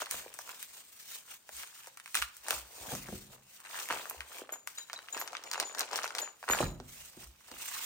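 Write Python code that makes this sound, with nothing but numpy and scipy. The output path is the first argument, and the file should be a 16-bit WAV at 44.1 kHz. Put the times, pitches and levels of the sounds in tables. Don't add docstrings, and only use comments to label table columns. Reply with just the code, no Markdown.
import sys
import numpy as np
from scipy import signal
from scipy.fft import rfft, irfft, next_fast_len
from scipy.io import wavfile
from scipy.ndimage import uniform_filter1d, map_coordinates

SR = 44100
rng = np.random.default_rng(int(sys.argv[2]) if len(sys.argv) > 2 else 0)


def master(y):
    cut = np.clip(np.atleast_2d(y).T, -1, 1)
    pcm = np.round(cut * 32767)
    wavfile.write(sys.argv[1], SR, pcm.astype(np.int16))


N = 346172


def amp(db):
    return 10 ** (np.asarray(db) / 20)


def unit(x):
    return x / np.sqrt(np.mean(x ** 2) + 1e-20)


def along(points, hz):
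    point_hz, value = np.transpose(points)
    return np.interp(np.log(hz + 1), np.log(point_hz + 1), value)


def filtered(x, response):
    size = x.shape[-1]
    padded = next_fast_len(size + 2048)
    spectrum = rfft(x, padded) * response(np.fft.rfftfreq(padded, 1 / SR))
    return irfft(spectrum, padded)[..., :size]


def add(track, start_s, sound):
    part = track[..., max(round(start_s * SR), 0):][..., :sound.shape[-1]]
    part += sound[..., :part.shape[-1]]


def wobble(knots_per_s):
    knots = rng.standard_normal(int(N * knots_per_s / SR) + 4)
    return map_coordinates(knots, [np.arange(N) * knots_per_s / SR], order=2)


def hump(hz, centre_hz, octaves):
    return np.exp(-.5 * (np.log2((hz + 1) / centre_hz) / octaves) ** 2)


def bending(hz, delay_1khz_s):
    return np.exp(-4j * np.pi * delay_1khz_s * np.sqrt(1000 * hz))


def diffuse(pair):
    # hz, correlation
    likeness = [(80, 0.95), (200, 0.87), (500, 0.73), (1200, 0.43), (2800, 0.36), (4200, 0.033),
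                (7000, 0.04), (8500, 0.81), (11200, 1), (13000, 1), (14500, 0.88), (16000, 0.35)]

    def mid_side(hz):
        turn = np.arccos(np.clip(along(likeness, hz), -1, 1)) / 2
        return np.array([np.cos(turn), np.sin(turn)])

    mid, side = filtered(pair, mid_side)
    return np.array([mid + side, mid - side])


def coloured(pair, spectrum):
    return unit(diffuse(filtered(pair, lambda hz: amp(along(spectrum, hz)))))


def grains(rate_hz, spread_db):
    size = amp(spread_db * np.minimum(rng.exponential(size=(2, N)), 4))
    train = (rng.random((2, N)) < rate_hz / SR) * size * rng.choice([-1, 1], (2, N))
    power = np.abs(uniform_filter1d(train ** 2, SR // 20))
    return train / np.sqrt(power + 1e-4)


def ripple(hz, depth_db, spacing_hz):
    knots = rng.standard_normal(512)
    return amp(depth_db * map_coordinates(knots, [hz / spacing_hz], order=2, mode="mirror"))


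def snaps(facet_octaves=0.74, crease_octaves=0.53, flutter_db=-4, flutter_t60_s=0.074, pan_db=1,
          crack=0.13, grain_db=-3.0, baffle_hz=400):
    # start_s, facet_pitch_hz, facet_level_db, crease_level_db
    buckles = [(.003, 1300, -46, -49), (.0195, 780, -37, -39), (.0595, 2530, -45, -52),
               (.0677, 1220, -45, -58), (.1109, 2360, -41.5, -31.5), (.142, 1010, -43.5, -56),
               (.3404, 1680, -53.5, -44.5), (.3891, 1170, -45, -42), (.4923, 1360, -44.5, -45),
               (.6277, 2120, -46, -39), (1.4912, 1560, -46.5, -52.5), (1.6329, 1820, -45.5, -50),
               (1.8718, 1220, -51.5, -47), (1.9727, 1640, -49.5, -47.5), (1.9993, 1700, -48, -52.5),
               (2.0593, 1860, -45.5, -52), (2.0774, 1760, -50, -55), (2.1447, 2100, -33.5, -37),
               (2.1526, 2100, -30.5, -27.5), (2.1718, 2560, -32.5, -45), (2.1883, 2780, -44, -48),
               (2.2186, 2320, -35, -40.5), (2.2231, 1890, -27, -38), (2.3678, 1910, -61, -48.5),
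               (2.4841, 1150, -35.5, -34), (2.507, 2350, -28.5, -29), (2.5291, 960, -37, -43),
               (2.936, 614, -43, -48), (2.9511, 900, -45.5, -39), (3.0861, 864, -44.5, -53),
               (3.6026, 1860, -57, -54.5), (3.6512, 1490, -48.5, -62), (3.888, 1680, -41, -40.5),
               (3.9016, 1320, -33, -54), (3.907, 1190, -29.5, -53), (3.9254, 1170, -33.5, -42),
               (3.9947, 1340, -42, -62), (4.055, 1240, -43, -57), (4.098, 4500, -52, -34.5),
               (4.1094, 1220, -43, -51), (4.2061, 2000, -36.5, -52), (4.319, 1190, -50, -65),
               (4.4926, 1400, -44.5, -73), (4.5359, 1440, -46, -55), (4.6738, 1610, -38, -38.5),
               (4.7847, 1920, -47, -44), (4.8984, 1420, -43.5, -54), (4.9311, 1120, -41.5, -38.5),
               (4.9898, 1660, -45.5, -54), (5.0853, 1940, -45, -68), (5.1466, 1430, -38, -49),
               (5.1682, 1070, -40.5, -49), (5.1759, 1480, -41, -43.5), (5.2138, 1310, -36.5, -43),
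               (5.222, 890, -41, -52), (5.2764, 1500, -44.5, -42), (5.331, 1040, -41.5, -49),
               (5.3511, 1650, -36, -54), (5.3682, 3020, -39.5, -59), (5.438, 1040, -50.5, -45),
               (5.5143, 1430, -43, -34.5), (5.5317, 1400, -43, -39.5), (5.5357, 1470, -38, -36),
               (5.5447, 1250, -38, -49), (5.5564, 825, -38, -57), (5.5788, 900, -37, -46),
               (5.5999, 1710, -34, -28), (5.6278, 850, -39.5, -41), (5.749, 1220, -45, -42),
               (5.7842, 1740, -47, -38), (5.794, 3200, -48, -31), (5.8074, 1020, -38, -30),
               (5.814, 1140, -37, -43), (5.8893, 1180, -50, -54), (5.9129, 1300, -45, -44),
               (5.9311, 860, -35.5, -41), (5.9582, 930, -36, -32.5), (5.9765, 2000, -49, -44),
               (5.9891, 1280, -33.5, -47), (6.0327, 1390, -43, -37.5), (6.0425, 920, -32.5, -39),
               (6.0773, 1140, -46, -40.5), (6.1062, 1210, -42.5, -50), (6.1506, 1290, -40, -36.5),
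               (6.1839, 3020, -34.5, -44), (6.1885, 1030, -39.5, -37.5), (6.2758, 1310, -44.5, -68),
               (6.4281, 1000, -43, -55), (6.439, 1020, -43, -69), (6.4806, 1110, -38, -64),
               (6.4989, 1000, -27.5, -56), (6.489, 1300, -31, -58), (6.51, 1780, -36, -58),
               (6.5345, 1480, -28, -55), (6.5483, 930, -32.5, -52), (6.6044, 438, -26, -54),
               (6.6279, 830, -33, -50), (6.8007, 780, -47, -52.5), (7.486, 1140, -56, -75),
               (7.515, 930, -46, -49.5)]
    wrapper_crease_hz, bag_crease_hz, bag_from_s = 8000, 5560, 4.75
    usual_facet_hz = 1500
    crease_follows = 0.25
    crack_grows = 0.53
    out, t = np.zeros((2, N)), np.arange(2048) / SR
    level_span = np.sqrt(.005 * SR)
    lead = 64
    for start_s, facet_hz, facet_db, crease_db in buckles:
        film_hz = wrapper_crease_hz if start_s < bag_from_s else bag_crease_hz
        crease_hz = film_hz * (facet_hz / usual_facet_hz) ** crease_follows
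        travel_s, pan = rng.uniform(0.000557, 0.001406), rng.normal() * pan_db
        lag_s = rng.normal() * 1.5e-5 * np.array([[1], [-1]])
        noise = rng.standard_normal((2, len(t)))
        modes = filtered(noise, lambda hz: ripple(hz, depth_db=5, spacing_hz=170))
        clumps = map_coordinates(rng.standard_normal(48), [t * 700], order=1)
        flutter = diffuse(modes * amp(grain_db * clumps - 60 * t / flutter_t60_s))
        second = rng.uniform(-.8, .8) * (np.arange(len(t)) == rng.integers(12, 44))
        steps = (t == 0) + second
        drive = amp(flutter_db) * flutter / np.linalg.norm(flutter[0]) + steps / np.linalg.norm(steps)
        sharpness = crack * amp(crack_grows * (crease_db - facet_db))

        def response(hz):
            radiation = hz ** 2 / np.hypot(hz ** 2, baffle_hz ** 2)
            body = unit(hump(hz, facet_hz, facet_octaves) * radiation)
            tick = unit(hump(hz, crease_hz, crease_octaves) + sharpness * hump(hz, 15000, .3))
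            path = bending(hz, travel_s) * np.exp(-1j * np.pi * hz * lag_s)
            return (amp(facet_db) * body + amp(crease_db) * tick) * path

        pop = filtered(np.pad(drive, ((0, 0), (lead, 0))), response)
        add(out, start_s - lead / SR, level_span * pop * amp([[pan], [-pan]]))
    return out


def patchy(x, depth_db):
    z = signal.stft(x, nperseg=512)[2]
    field = uniform_filter1d(rng.standard_normal(z.shape[1:]), size=3, axis=0)
    field = uniform_filter1d(field, size=9, axis=1)
    return signal.istft(z * amp(depth_db * unit(field)), nperseg=512)[1][:, :N]


def crinkle():
    # hz, relative_db
    crinkle_spectrum = [(200, -51), (550, -25), (900, 2), (1600, 2.5), (2200, -1.5), (2800, 1), (3500, -4),
                        (5000, -8.5), (7500, -7), (10000, -13), (16000, -47)]
    pops = np.zeros((2, N))
    for centre_hz in np.geomspace(700, 9000, 5):
        train = grains(rate_hz=80, spread_db=4)
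        pops += filtered(train, lambda hz: hump(hz, centre_hz, .5) * bending(hz, .001))
    blur = .3 * rng.standard_normal((2, N))
    return coloured(patchy(pops + blur, depth_db=3), crinkle_spectrum)


def strokes(rows, rest_db):
    range_db = 20
    rounding = 1.146
    t, power = np.arange(N) / SR, amp(2 * rest_db)
    for peak_s, rise_s, fall_s, level_db in rows:
        away = np.maximum((peak_s - t) / rise_s, (t - peak_s) / fall_s)
        power = power + amp(level_db - range_db * away ** rounding) ** 2
    return np.sqrt(power)


def handling(rub_db=-1, crinkle_db=-4.0, swish_db=1, slip_db=-17):
    # tightest_s, build_up_s, release_s, crinkle_level_db, rub_level_db
    squeezes = np.array([(.01, 0.01, 0.075, -36.5, -54), (0.119, 0.059, 0.4, -46, -56),
                         (.495, 0.073, 0.13, -46.5, -57), (.76, 0.13, 0.13, -57.5, -66.5),
                         (1.14, .15, .15, -70, -70), (1.32, 0.09, 0.041, -50.5, -64),
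                         (1.62, 0.084, 0.11, -47, -64), (1.868, 0.44, 0.093, -54, -81),
                         (2.15, 0.0079, 0.088, -32, -52.5), (2.5, 0.06, 0.13, -36, -46),
                         (2.935, 0.23, 0.056, -47.5, -44.5), (3.07, 0.16, 0.18, -50, -59),
                         (3.34, 0.091, 0.11, -56, -59.5), (3.786, 0.18, 0.18, -38.5, -55),
                         (3.655, .03, 0.043, -46, -70), (3.907, 0.027, 0.17, -34, -42),
                         (4.11, 0.074, 0.23, -49.5, -54), (4.39, 0.19, 0.12, -46, -54),
                         (4.53, 0.039, 0.055, -44, -53.5), (4.782, 0.031, 0.06, -47, -62.5),
                         (4.95, 0.11, 0.39, -49, -61.5), (5.165, 0.068, 0.21, -44, -50),
                         (5.34, 0.19, 0.1, -47, -53), (5.47, 0.11, 0.092, -45.5, -52),
                         (5.548, 0.041, 0.094, -41, -51), (5.614, 0.037, 0.056, -36.5, -39),
                         (5.68, .06, 0.2, -45, -53.5), (5.806, 0.078, 0.11, -35, -43),
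                         (5.934, 0.04, 0.19, -36.5, -42), (6.044, .03, 0.083, -35, -56),
                         (6.19, 0.1, 0.12, -38.5, -45.5), (6.49, 0.015, 0.18, -32, -38.5),
                         (6.605, 0.061, 0.074, -28.5, -37), (7, 0.088, 0.24, -64, -67),
                         (7.227, 0.15, 0.059, -55.5, -62), (7.52, 0.05, 0.082, -56, -54.5),
                         (7.63, 0.077, 0.06, -48, -61), (7.8, 0.37, 0.31, -41.5, -69)])
    # fastest_s, speed_up_s, slow_down_s, swish_level_db
    slides = [(.005, 0.0077, 0.062, -43), (.125, 0.05, 0.17, -40), (.42, 0.15, 1, -50.5),
              (.63, 0.06, 0.029, -48), (.735, 0.02, .18, -52.5), (.87, 0.025, .1, -66),
              (.96, 0.06, .15, -58.5), (1.155, 0.22, 0.1, -44.5), (1.32, 0.1, 0.11, -49.5),
              (1.58, 0.1, 0.13, -42.5), (1.8, 0.31, 0.29, -53.5), (2.09, 0.062, .2, -53),
              (2.165, 0.029, 0.12, -37.5), (2.38, 0.17, 0.067, -57), (2.522, 0.1, 0.15, -39.5),
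              (2.935, 0.33, 0.21, -42.5), (3.14, 0.16, 0.19, -51), (3.26, 0.031, .08, -57),
              (3.335, 0.064, 0.068, -54.5), (3.54, 0.18, .15, -56.5), (3.79, 0.14, 0.25, -43),
              (3.92, .04, 0.39, -46.5), (4.385, 0.15, 0.053, -47), (4.68, 0.019, 0.34, -53),
              (5.21, 0.17, .05, -47.5), (5.97, 0.023, 0.047, -39.5), (6.196, 0.038, 0.046, -42),
              (6.58, 0.17, 0.14, -42), (6.92, 0.1, 0.17, -50.5), (7.03, .15, 0.19, -50),
              (7.227, 0.085, 0.097, -50.5), (7.63, 0.045, 0.51, -45), (7.84, 0.37, 0.22, -40)]
    # hz, relative_db_per_hz
    rub_spectrum = [(40, -19), (150, -23.5), (280, -6), (480, 3), (720, 3), (1000, 1.5), (1600, -16),
                    (4000, -65)]
    # hz, relative_db
    swish_spectrum = [(400, -11), (1500, -1), (2700, 4), (3500, 2.5), (5000, 2), (7000, 5), (8500, 4.5),
                      (9500, -0.5), (10700, 3.5), (13000, -3), (14500, 3.5), (16000, -2)]
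    rest_crinkle_db, rest_rub_db, rest_swish_db = -72.5, -77.5, -70.5
    crush = strokes(squeezes[:, :4], rest_crinkle_db)
    rub = strokes(squeezes[:, [0, 1, 2, 4]], rest_rub_db)
    slide = np.hypot(strokes(slides, rest_swish_db), amp(slip_db) * crush)
    rubbing = rub * amp(rub_db) * coloured(grains(rate_hz=500, spread_db=3), rub_spectrum)
    weave = grains(rate_hz=3500, spread_db=8.0) + 1.73 * rng.standard_normal((2, N))
    weave = patchy(weave, depth_db=2.2)
    swish = slide * amp(swish_db + 2.14 * wobble(70)) * coloured(weave, swish_spectrum)
    return rubbing + crush * amp(crinkle_db) * crinkle() + swish


def flips(octaves=0.56, travel_s=0.001987, flap_db=-6, flap_t60_s=0.045):
    # start_s, level_db, pitch_hz
    panels = [(.021, -43.5, 544), (.142, -52, 544), (.261, -47.5, 506), (0.39, -47, 890),
              (1.491, -53.5, 580), (1.873, -53, 684), (2.507, -42, 540), (3.908, -41, 440),
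              (4.11, -54, 700), (4.145, -51, 600), (4.417, -44.5, 410), (4.49, -49, 704), (4.523, -48, 450),
              (4.557, -53, 930), (5.163, -47.5, 440), (6.228, -46, 534), (6.498, -39.5, 477),
              (6.608, -45, 427)]
    out, t = np.zeros(N), np.arange(SR // 10) / SR
    lead = SR // 200
    for start_s, level_db, pitch_hz in panels:
        flap = rng.standard_normal(len(t)) * amp(-60 * t / flap_t60_s)
        drive = np.pad((t == 0) + amp(flap_db) * flap / np.linalg.norm(flap), (lead, 0))
        pop = filtered(drive, lambda hz: hump(hz, pitch_hz, octaves) * bending(hz, travel_s))
        level = amp(level_db) * np.sqrt(SR / 100)
        add(out, start_s - lead / SR, level * pop / np.linalg.norm(pop))
    return out


def bench(thud_db=-1, thud_t60_s=0.2, t60_100hz_s=0.54, travel_s=0.00304,
          push_db=3, push_width_s=0.0209, boom_hz=300):
    # start_s, level_db, hardness_hz
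    knocks = [(.14, -60.5, 220), (2.529, -58, 353), (2.799, -58, 200), (2.876, -53, 300), (2.923, -41, 303),
              (3.085, -47.5, 404), (3.124, -40, 418), (3.908, -53, 900), (6.496, -39.5, 505),
              (6.604, -33, 575), (6.627, -34.5, 197), (6.655, -43, 245), (6.8, -50, 473), (7.169, -53, 318),
              (7.22, -62, 282), (7.516, -55.5, 503)]
    # centre_s, level_db, pitch_hz
    pushes = [(1.55, -66, 64), (2.215, -53.5, 59), (2.38, -81, 63.3), (2.569, -57, 65.6), (2.63, -61, 60.6),
              (4.19, -55.5, 68), (7.273, -55, 60.6)]
    # hz, relative_db
    top_modes = [(49, -5), (77, -3.5), (115, -2), (130, 2.5), (200, 5), (240, 2), (300, 2), (371, 9.5),
                 (431, 1), (524, 11), (732, 13), (997, -7), (1217, 1), (1501, -1)]
    out, t = np.zeros((2, N)), np.arange(SR) / SR
    heavy = signal.butter(2, boom_hz, fs=SR, output="sos")
    for start_s, level_db, hardness_hz in knocks:
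        contact = signal.butter(3, hardness_hz, fs=SR, output="sos")
        ring = np.zeros(len(t))
        for hz, mode_db in top_modes:
            t60_s = t60_100hz_s * (100 / hz) ** (2 / 3)
            gain = amp(mode_db + 2 * rng.normal() - 60 * t / t60_s) * rng.choice([-1, 1])
            ring += gain * np.sin(2 * np.pi * hz * (1 + 0.006 * rng.normal()) * t)
        chirp = filtered(1. * (t == 0), lambda hz: hz / (hz + 200) * bending(hz, travel_s))
        burst = amp(-60 * t / thud_t60_s) * rng.standard_normal((2, len(t)))
        thud = diffuse(signal.sosfilt(heavy, burst))
        blow = sum(amp(part_db) * unit(signal.sosfilt(contact, part))
                   for part_db, part in [(0, chirp), (thud_db, thud), (0, ring)])
        add(out, start_s, amp(level_db) * blow / np.std(blow[:, :SR // 50]))
    for centre_s, level_db, pitch_hz in pushes:
        swell = np.exp(-.5 * (t / push_width_s - 2) ** 2) * (1 - np.exp(-t / push_width_s))
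        push = amp(level_db + push_db) * swell * np.sin(2 * np.pi * pitch_hz * t)
        add(out, centre_s - 2 * push_width_s, push)
    return out


def hardware(octaves=0.39, attack_s=0.00053):
    # start_s, level_db, most_excited_hz, t60_s
    clinks = [(4.522, -31, 8900, 0.12), (4.561, -48, 6960, 0.28), (4.775, -44, 4350, 0.32),
              (4.781, -36, 6700, 0.099), (4.808, -43, 6050, 0.13), (4.961, -35, 3620, .055),
              (5.126, -32, 6900, .13), (5.195, -34, 11800, 0.17), (5.214, -38, 6960, 0.1),
              (5.459, -50, 7000, 0.47), (5.573, -43.5, 7000, 0.2), (5.649, -40.5, 6500, 0.44),
              (6.043, -42, 12000, 0.075), (6.203, -43, 12500, 0.12), (6.217, -33, 6900, 0.23),
              (6.499, -27, 8750, 0.23), (6.522, -21.5, 8600, 0.1), (6.602, -38, 4940, 0.24),
              (6.655, -48.5, 5750, 0.34)]
    # hz, relative_db
    steel_modes = [(3924, 2.5), (3945, 9), (6312, -27), (6335, -10), (6935, 9), (6975, 5), (7246, -4),
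                   (8218, -16), (9044, -22), (12700, 0), (12760, 6.5)]
    out, t = np.zeros((2, N)), np.arange(SR // 3) / SR
    hz, mode_db = np.transpose(steel_modes)[:, :, None]
    for start_s, level_db, centre_hz, t60_s in clinks:
        share = amp(mode_db + 2 * rng.standard_normal(hz.shape)) * hump(hz, centre_hz, octaves)
        phase = rng.uniform(0, 2 * np.pi, hz.shape) + .5 * rng.standard_normal((2, len(hz), 1))
        phase = phase + .022 * np.cumsum(rng.standard_normal((len(hz), len(t))), axis=1)
        ring = (share / np.linalg.norm(share) * np.sin(2 * np.pi * hz * t + phase)).sum(1)
        envelope = amp(level_db - 60 * t / t60_s) * (1 - np.exp(-t / attack_s))
        add(out, start_s, envelope * ring)
    return out * amp([[1.5], [-1.5]])


def room(x):
    # hz, t60_s
    decay = [(100, 1), (400, 0.56), (1500, 0.45), (6000, 0.37), (15000, 0.063)]
    hz, t, z = signal.stft(rng.standard_normal((2, SR)), SR, nperseg=256)
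    fading = z * amp(-60 * t / along(decay, hz)[:, None])
    tail = diffuse(signal.istft(fading, SR, nperseg=256)[1])
    tail = np.pad(tail / np.linalg.norm(tail[0]), ((0, 0), (SR // 250, 0)))
    return signal.fftconvolve(x, tail, axes=1)[:, :N]


def scene():
    # time_s, left_minus_right_db
    place = [(0, 0.5), (4.9, 0.5), (5.7, 1.5), (6.2, 1.7), (6.6, -1.5)]
    # hz, relative_db
    air_spectrum = [(20, -30), (50, 5.5), (110, 9), (250, 7.5), (600, -6), (1500, 5.5), (5000, -14.5),
                    (16000, -51)]
    balance_db = np.interp(np.arange(N) / SR, *np.transpose(place))
    pan = amp(balance_db * np.array([[.5], [-.5]]))
    sharp = snaps() + hardware() + flips()
    knocks = bench()
    air = amp(-76.5) * coloured(rng.standard_normal((2, N)), air_spectrum)
    echo = room(amp(-15.0) * sharp + amp(-14) * knocks)
    return pan * (sharp + handling()) + knocks + echo + air


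def record(dry):
    # hz, left_lead_rad
    port_phase = [(20, 0), (1500, .3), (2200, 1), (3300, 2.7), (4500, 4.9), (6300, 6.7), (7500, 9),
                  (8300, 12), (9100, 11.6), (11300, 9.4), (14000, 6.4), (16000, 5.6)]
    low_hz, top_hz = 38, 15900
    cut = signal.sosfilt(signal.butter(6, low_hz, "high", fs=SR, output="sos"), dry)

    def ports(hz):
        return np.exp(.5j * along(port_phase, hz) * np.array([[1], [-1]])) * (hz < top_hz)

    return filtered(cut, ports)


dry = scene()
out = record(dry)
master(out)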